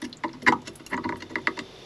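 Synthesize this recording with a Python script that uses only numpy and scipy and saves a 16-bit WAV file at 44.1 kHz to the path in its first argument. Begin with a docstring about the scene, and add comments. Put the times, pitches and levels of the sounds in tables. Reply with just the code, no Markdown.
"""Water and air sputter from a leaking hose fitting in a boat's engine compartment.
A low hum and a faint drizzle run throughout. Spurts start at once: each is a cluster of tiny impacts
that rings the hose and housing (the low notes swell late) and throws spray. Puffs of mist and single
plinking droplets are scattered among the spurts. Near the end a fine jet, faint until then, grows
into a hiss. The cramped bay adds a short echo to the spurts, puffs and drops."""
import sys
import numpy as np
from scipy import signal
from scipy.fft import rfft, irfft, next_fast_len
from scipy.io import wavfile
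from scipy.ndimage import uniform_filter1d

SR = 44100
rng = np.random.default_rng(int(sys.argv[2]) if len(sys.argv) > 2 else 0)


def generate_wav(sig):
    """Save sig (samples, or channels by samples) to the path in sys.argv[1] as 16-bit PCM at SR."""
    pcm = np.round(np.clip(np.atleast_2d(sig).T, -1, 1) * 32767).astype(np.int16)
    wavfile.write(sys.argv[1], SR, pcm)


N = 81585

# The housing's five pitch ranges, low to high: boom, thud, gulp, clack, knock.
# (delay [s], swell time [s], share of the small impacts it feels [0-1])
REGISTERS = [(0.0019, 0.0067, 0.23), (0.0021, 0.0049, 0.22), (.0008, 0.0025, 0.21),
             (0.00059, 0.00058, 0.85), (0.00048, 0.00033, 0.22)]
# Tone of the finest spray: (frequency [Hz], relative level [dB])
FIZZ_COLOUR = [(3000, -56), (5500, 13.5), (7300, 4.5), (8500, -8), (9150, -25), (10000, 0.5), (11000, 1.5),
               (12200, -21), (15500, -35)]
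IMPACTS_PER_S, IMPACT_SPREAD_DB = 2000, 2


def undb(db):
    """Turn decibels into a number to multiply by."""
    return 10 ** (np.asarray(db) / 20)


def level(x, db):
    """Set a sound's average (rms) level."""
    return x * undb(db) / np.sqrt(np.mean(x ** 2) + 1e-20)


def burst_level(x, db, size=110):
    """Set the level of the loudest few milliseconds."""
    return x * undb(db) / np.sqrt(uniform_filter1d(x ** 2, size).max() + 1e-20)


def add(out, x, start_s):
    """Mix a sound in at a given time."""
    i = max(int(start_s * SR), 0)
    out[i:i + len(x)] += x[:max(len(out) - i, 0)]


def fade(t, t60):
    """Die away by 60 dB in t60 seconds, the fade time."""
    return np.exp(-np.log(1000) * t / t60)


def colour(x, points):
    """Shape a sound's tone along (frequency [Hz], level [dB]) points."""
    size = 2 * next_fast_len(len(x))
    hz, db = np.array(points, float).T
    freqs = np.maximum(np.fft.rfftfreq(size, 1 / SR), 1)
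    gain = undb(np.interp(np.log(freqs), np.log(hz), db))
    cepstrum = irfft(np.log(gain))
    # Fold it in half so the filter rings only after a click, never before.
    cepstrum[1:size // 2] *= 2
    cepstrum[size // 2 + 1:] = 0
    return irfft(rfft(x, size) * np.exp(rfft(cepstrum)))[:len(x)]


def narrow_noise(hz, width_hz, db):
    """Noise squeezed around one pitch sounds like a wavering tone."""
    freqs = np.fft.rfftfreq(N, 1 / SR)
    spectrum = rfft(rng.standard_normal(N)) / (1 + (2 * (freqs - hz) / width_hz) ** 2)
    return level(irfft(spectrum, N), db)


def modes(t, rows):
    """A struck object rings with several fading notes at once."""
    return sum(undb(db) * fade(t, t60) * np.sin(2 * np.pi * hz * t) for hz, db, t60 in rows)


def impacts(count, per_s, spread_db):
    """Random clicks of uneven size, each a push or a pull."""
    hit = rng.random(count) < per_s / SR
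    direction = np.sign(rng.standard_normal(count))
    return hit * direction * undb(spread_db * np.minimum(rng.standard_normal(count), 2))


def background():
    """A dull, steady rush and a low hum fill the compartment."""
    # Tone of the rush: (frequency [Hz], relative level [dB])
    rush_colour = [(20, -14), (50, -31), (130, 2), (200, -6), (330, -7.5), (520, -10.5), (750, -14),
                   (2500, -21.5), (4800, -27), (7200, -34.5), (9000, -45.5), (10700, -36.5), (14000, -60)]
    # Notes of the hum: (pitch [Hz], width [Hz], level [dB])
    hum_notes = [(50.6, 8.9, -63), (94.6, 4.2, -60.5)]
    rush = level(colour(rng.standard_normal(N), rush_colour), db=-50.5)
    return rush + sum(narrow_noise(*note) for note in hum_notes)


def housing(t):
    """One impact rings the hose and housing: one sound per pitch range, the low ones swelling late."""
    # Notes of the hose and housing: (pitch [Hz], relative level [dB], fade time [s])
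    notes = [(91.6, -16, 0.42), (146.3, -11, .16), (176, -12, 0.21), (218.5, -11.5, 0.26),
             (254.1, 6.5, .14), (288.6, -0.5, 0.15), (333.8, 1, 0.12), (378.2, -6, 0.18),
             (476.7, -6.5, .11), (610, 6, 0.033), (893, 3, 0.032), (946.5, 4, 0.048), (981.4, 1.5, 0.061),
             (1048, -1.5, 0.043), (1116, -5.5, 0.096), (1173, -4.5, 0.1), (1261, -1.5, 0.063),
             (1360, 2, .022), (1461, -7, 0.048), (1684, -9.5, 0.049), (1768, 5.5, 0.021),
             (1955.5, 10, 0.025), (2063, 2.5, 0.05)]
    # Edges of the five pitch ranges: (lowest [Hz], highest [Hz])
    ranges = [(70, 300), (300, 650), (830, 1080), (1080, 1550), (1550, 2220)]
    rings = []
    for (low, high), (delay, swell, _) in zip(ranges, REGISTERS):
        age = np.maximum(t - delay, 0)
        ring = modes(age, [note for note in notes if low <= note[0] < high])
        onset = 1 - np.exp(-(age / swell) ** 2)
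        band = signal.butter(2, [low, high], "bandpass", fs=SR, output="sos")
        rings.append(signal.sosfilt(band, ring * onset))
    return rings


def drizzle(rings):
    """Stray droplets tick all the time and faintly ring the housing."""
    drops = impacts(N, per_s=240, spread_db=-3.5)
    ticks = level(colour(drops, FIZZ_COLOUR), db=-77)
    ringing = level(signal.fftconvolve(drops, sum(rings))[:N], db=-72.5)
    return ticks + ringing


def spurts(t, rings):
    """A slap of water among tiny impacts rings the housing and fitting and throws spray."""
    # Spurts: (time [s], rise to the slap [s], cluster length [s], boom [dB], thud [dB],
    # gulp [dB], clack [dB], knock [dB], splash [dB], fizz [dB])
    events = [ (.017, 0.0011, .010, -32, -37, -41.5, -47, -36.5, -40, -43.5),
              (.036, 0.0064, .018, -34, -51, -46, -62, -39.5, -40.5, -42.5),
              (0.2347, 0.0014, .005, -33, -31, -24.5, -34, -27, -40, -57),
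              (0.2392, 0.0037, .001, -55, -31, -20.5, -50, -30, -43, -64),
              (.291, 0, .004, -53, -54, -64, -52, -44.5, -50.5, -70),
              (.330, 0.0032, .024, -39, -52, -46, -51, -50.5, -55, -67),
              (.419, 0.00014, .008, -37, -38.5, -53, -60, -45, -47.5, -50),
              (.459, .008, .022, -23, -30, -21.5, -25, -17.5, -33, -50),
              (0.4748, 0, .007, -41, -31, -16.5, -27, -13, -27, -54),
              (0.4812, 0.00082, .007, -26, -20, -19.5, -25, -14, -28, -58),
              (.517, 0.0048, .005, -41, -36, -16, -32, -28.5, -53, -43),
              (0.5222, 0.00032, .003, -27.5, -38, -20.5, -23.5, -31.5, -37, -45),
              (0.531, 0.0009, .002, -60, -49, -26.5, -34, -45, -48, -66),
              (.617, 0.0025, .003, -66, -50, -47, -58, -71, -56, -54),
              (.645, 0.026, .027, -41, -45, -57, -51, -44.5, -45, -48.5),
              (.673, 0, .010, -46, -43, -48.5, -45, -39.5, -38, -38.5),
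              (0.796, 0, .008, -45, -46.5, -55, -47.5, -52, -52, -64),
              (.863, 0.00013, .005, -56, -55, -62, -53, -56, -40.5, -39.5),
              (.898, 0.022, .036, -31.5, -33, -36, -41, -35.5, -46.5, -72),
              (.927, 0.004, .007, -32.5, -40, -27.5, -46, -24, -45, -63),
              (0.9362, .0061, .009, -31.5, -38, -27, -37, -25, -43, -55),
              (.973, 0.0029, .007, -33.5, -32.5, -26, -30, -33.5, -47, -73),
              (1.031, .012, .020, -28, -34.5, -30, -40, -35, -46.5, -76),
              (1.052, 0.0028, .003, -39.5, -40.5, -29, -43, -40, -68, -70),
              (1.088, 0.0027, .004, -34, -31.5, -27.5, -31.5, -27, -42.5, -51.5),
              (1.1215, 0.0011, .003, -33.5, -35.5, -27.5, -38, -30.5, -53, -61),
              (1.155, 0.0025, .002, -47, -46, -45, -46, -41.5, -49.5, -71),
              (1.197, 0.0077, .012, -64, -45.5, -61, -50, -45, -43.5, -55),
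              (1.221, 0, .005, -43.5, -41, -42, -46, -35.5, -37, -46),
              (1.290, 0.0082, 0.0289, -39.5, -39, -45.5, -48, -46.5, -55, -57.5),
              (1.355, 0.00061, .0001, -36, -30.5, -31.5, -31, -18, -36, -71),
              (1.381, 0.0004, .004, -40, -43.5, -36.5, -45, -40.5, -56, -71),
              (1.470, 0.0011, .0001, -34, -28, -27.5, -21.5, -13.5, -28, -48),
              (1.565, 0.0087, .012, -42, -37, -33.5, -43, -37, -42.5, -52.5),
              (1.5891, 0.0011, .0005, -35.5, -36, -40, -37.5, -27.5, -31.5, -44)]
    # Short, bright notes of the metal fitting: (pitch [Hz], relative level [dB], fade time [s])
    fitting_notes = [(2696, 7.5, 0.043), (3020, -2, 0.013), (3400, 8, 0.009), (4440, 9.5, 0.012),
                     (4307, 14, 0.015), (4785, 10, 0.019), (6940, -13, 0.0068)]
    # Tone of the splashing spray: (frequency [Hz], relative level [dB])
    splash_colour = [(1200, -80.5), (2400, -22), (2800, 14.5), (3200, 3), (3800, 6.5), (4400, 0),
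                     (5000, -7), (6000, -15), (7500, -10), (12000, -38.5)]
    out = np.zeros(N)
    onset = 1 - np.exp(-t / 0.00011)
    fitting = burst_level(modes(t, fitting_notes) * onset, db=0.5)
    # The bass feels mostly the slap; splash and fizz feel every impact in full.
    shares = [share for _, _, share in REGISTERS] + [1, 1]
    for start, rise, length, *levels in events:
        build_up = np.minimum(t / max(rise, 1 / SR), 1)
        cluster = impacts(len(t), IMPACTS_PER_S, IMPACT_SPREAD_DB) * (t < length) * build_up
        slap = 0.74 * signal.unit_impulse(len(t), int(rise * SR))
        spray = colour(rng.standard_normal(len(t)) * fade(t, t60=0.031), splash_colour)
        splash = burst_level(spray, db=0) + fitting
        fizz = colour(rng.standard_normal(len(t)) * fade(t, t60=0.0093) * onset, FIZZ_COLOUR)
        for response, share, db in zip(rings + [splash, fizz], shares, levels):
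            struck = signal.fftconvolve(slap + share * cluster, response)[:len(t)]
            add(out, burst_level(struck, db), start)
    return out


def spits(t):
    """Air blows puffs of fine mist through the leak."""
    # Puffs, each loudest halfway through its length: (time [s], length [s], level [dB])
    puffs = [(0.017, 0.0017, -42), (0.047, .006, -53.5), (0.095, .003, -59), (0.431, 0.002, -50.5),
             (0.73, 0.0091, -61.5), (0.754, 0.0064, -41.5), (0.863, 0.0025, -42), (0.893, 0.014, -51.5),
             (1.166, 0.0098, -54.5)]
    # Tone of the mist: (frequency [Hz], relative level [dB])
    mist_colour = [(3000, -4), (6000, -5), (7500, -1), (8500, 1), (9150, -13), (10000, 8), (11000, 6),
                   (12500, -10), (15500, -17)]
    out = np.zeros(N)
    for start, length, db in puffs:
        air = rng.standard_normal(len(t))
        specks = 2 * impacts(len(t), IMPACTS_PER_S, IMPACT_SPREAD_DB)
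        puff = t * np.exp(-2 * t / length) * (air + specks)
        add(out, burst_level(colour(puff, mist_colour), db), start)
    return out


def plinks(t):
    """Each droplet's tiny bubble swells for a few cycles and leaves a wet tail around its pitch."""
    # Single droplets: (time [s], pitch [Hz], level [dB])
    droplets = [(.128, 4210, -23.5), (0.129, 3360, -32), (0.17, 7220, -38), (.282, 4300, -40),
                (.331, 5300, -38), (.967, 7040, -39.5), (1.042, 4400, -36.5), (1.091, 4300, -36),
                (1.312, 10940, -60), (1.417, 7100, -55), (1.473, 2870, -23)]
    swell_s = 0.0009
    age = t / swell_s
    out = np.zeros(N)
    for start, hz, db in droplets:
        bubble = age ** 2 * np.exp(1 - age ** 2) * np.sin(2 * np.pi * hz * t)
        wet_tone = narrow_noise(hz, width_hz=0.26 * hz, db=-6)[:len(t)]
        tail = wet_tone * fade(t, t60=0.022) * (1 - np.exp(-age ** 2))
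        add(out, undb(db) * (bubble + tail), start)
    return out


def jet():
    """A fine jet hisses and whistles louder as the flow steadies."""
    # Growth of the jet: (time [s], level [dB])
    growth = [(0, -69), (.6, -62.5), (1.25, -57), (1.449, -51), (1.653, -49.5), (1.85, -46.5)]
    # Tone of the hiss: (frequency [Hz], relative level [dB])
    hiss_colour = [(100, -19), (250, -19), (370, 6.5), (560, -2), (1400, -16.5), (2300, -12.5),
                   (3100, -9.5), (3600, -13.5), (4400, -12.5), (5600, -14), (7200, -28.5), (8400, -32),
                   (9100, -57), (10000, -24), (11000, -33.5), (15000, -49)]
    hiss = level(colour(rng.standard_normal(N), hiss_colour), db=0)
    whistle = narrow_noise(hz=3574, width_hz=260, db=-6.5)  # level relative to the hiss
    times, levels = np.array(growth).T
    return (hiss + whistle) * undb(np.interp(np.arange(N) / SR, times, levels))


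def bay(x, t):
    """Echoes from the close walls blur into a short tail; the bass lingers longest."""
    # Bands of the echo: (frequency [Hz], fade time [s], level [dB])
    bands = [(137, 0.56, -13.5), (404, 0.18, -6), (1110, 0.15, -15.5), (2410, 0.14, -19), (5730, 0.061, -7),
             (13300, 0.17, -7.5)]
    log_freqs = np.log(np.maximum(np.fft.rfftfreq(len(t), 1 / SR), 1))
    log_centres = np.log([hz for hz, _, _ in bands])
    spectrum = rfft(rng.standard_normal(len(t)))
    tail = 0
    for this_band, (_, t60, db) in zip(np.eye(len(bands)), bands):
        shape = fade(t, t60) * (1 - np.exp(-t / 0.0031))
        noise = irfft(spectrum * np.interp(log_freqs, log_centres, this_band), len(t))
        tail = tail + undb(db) * noise * shape / np.sqrt(np.sum(shape ** 2))
    return x + signal.fftconvolve(x, tail)[:N]


def scene():
    """The leak echoes in the engine bay, over the jet and the background, in one channel."""
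    t = np.arange(12000) / SR  # clock for one short sound, in seconds
    rings = housing(t)
    leak = spurts(t, rings) + spits(t) + plinks(t) + drizzle(rings)
    return (bay(leak, t) + jet() + background())[None]


def record(dry):
    """Cut away the very highest treble."""
    top_hz = 15400
    return signal.sosfilt(signal.ellip(8, .2, 70, top_hz, fs=SR, output="sos"), dry)


dry = scene()
out = record(dry)
generate_wav(out)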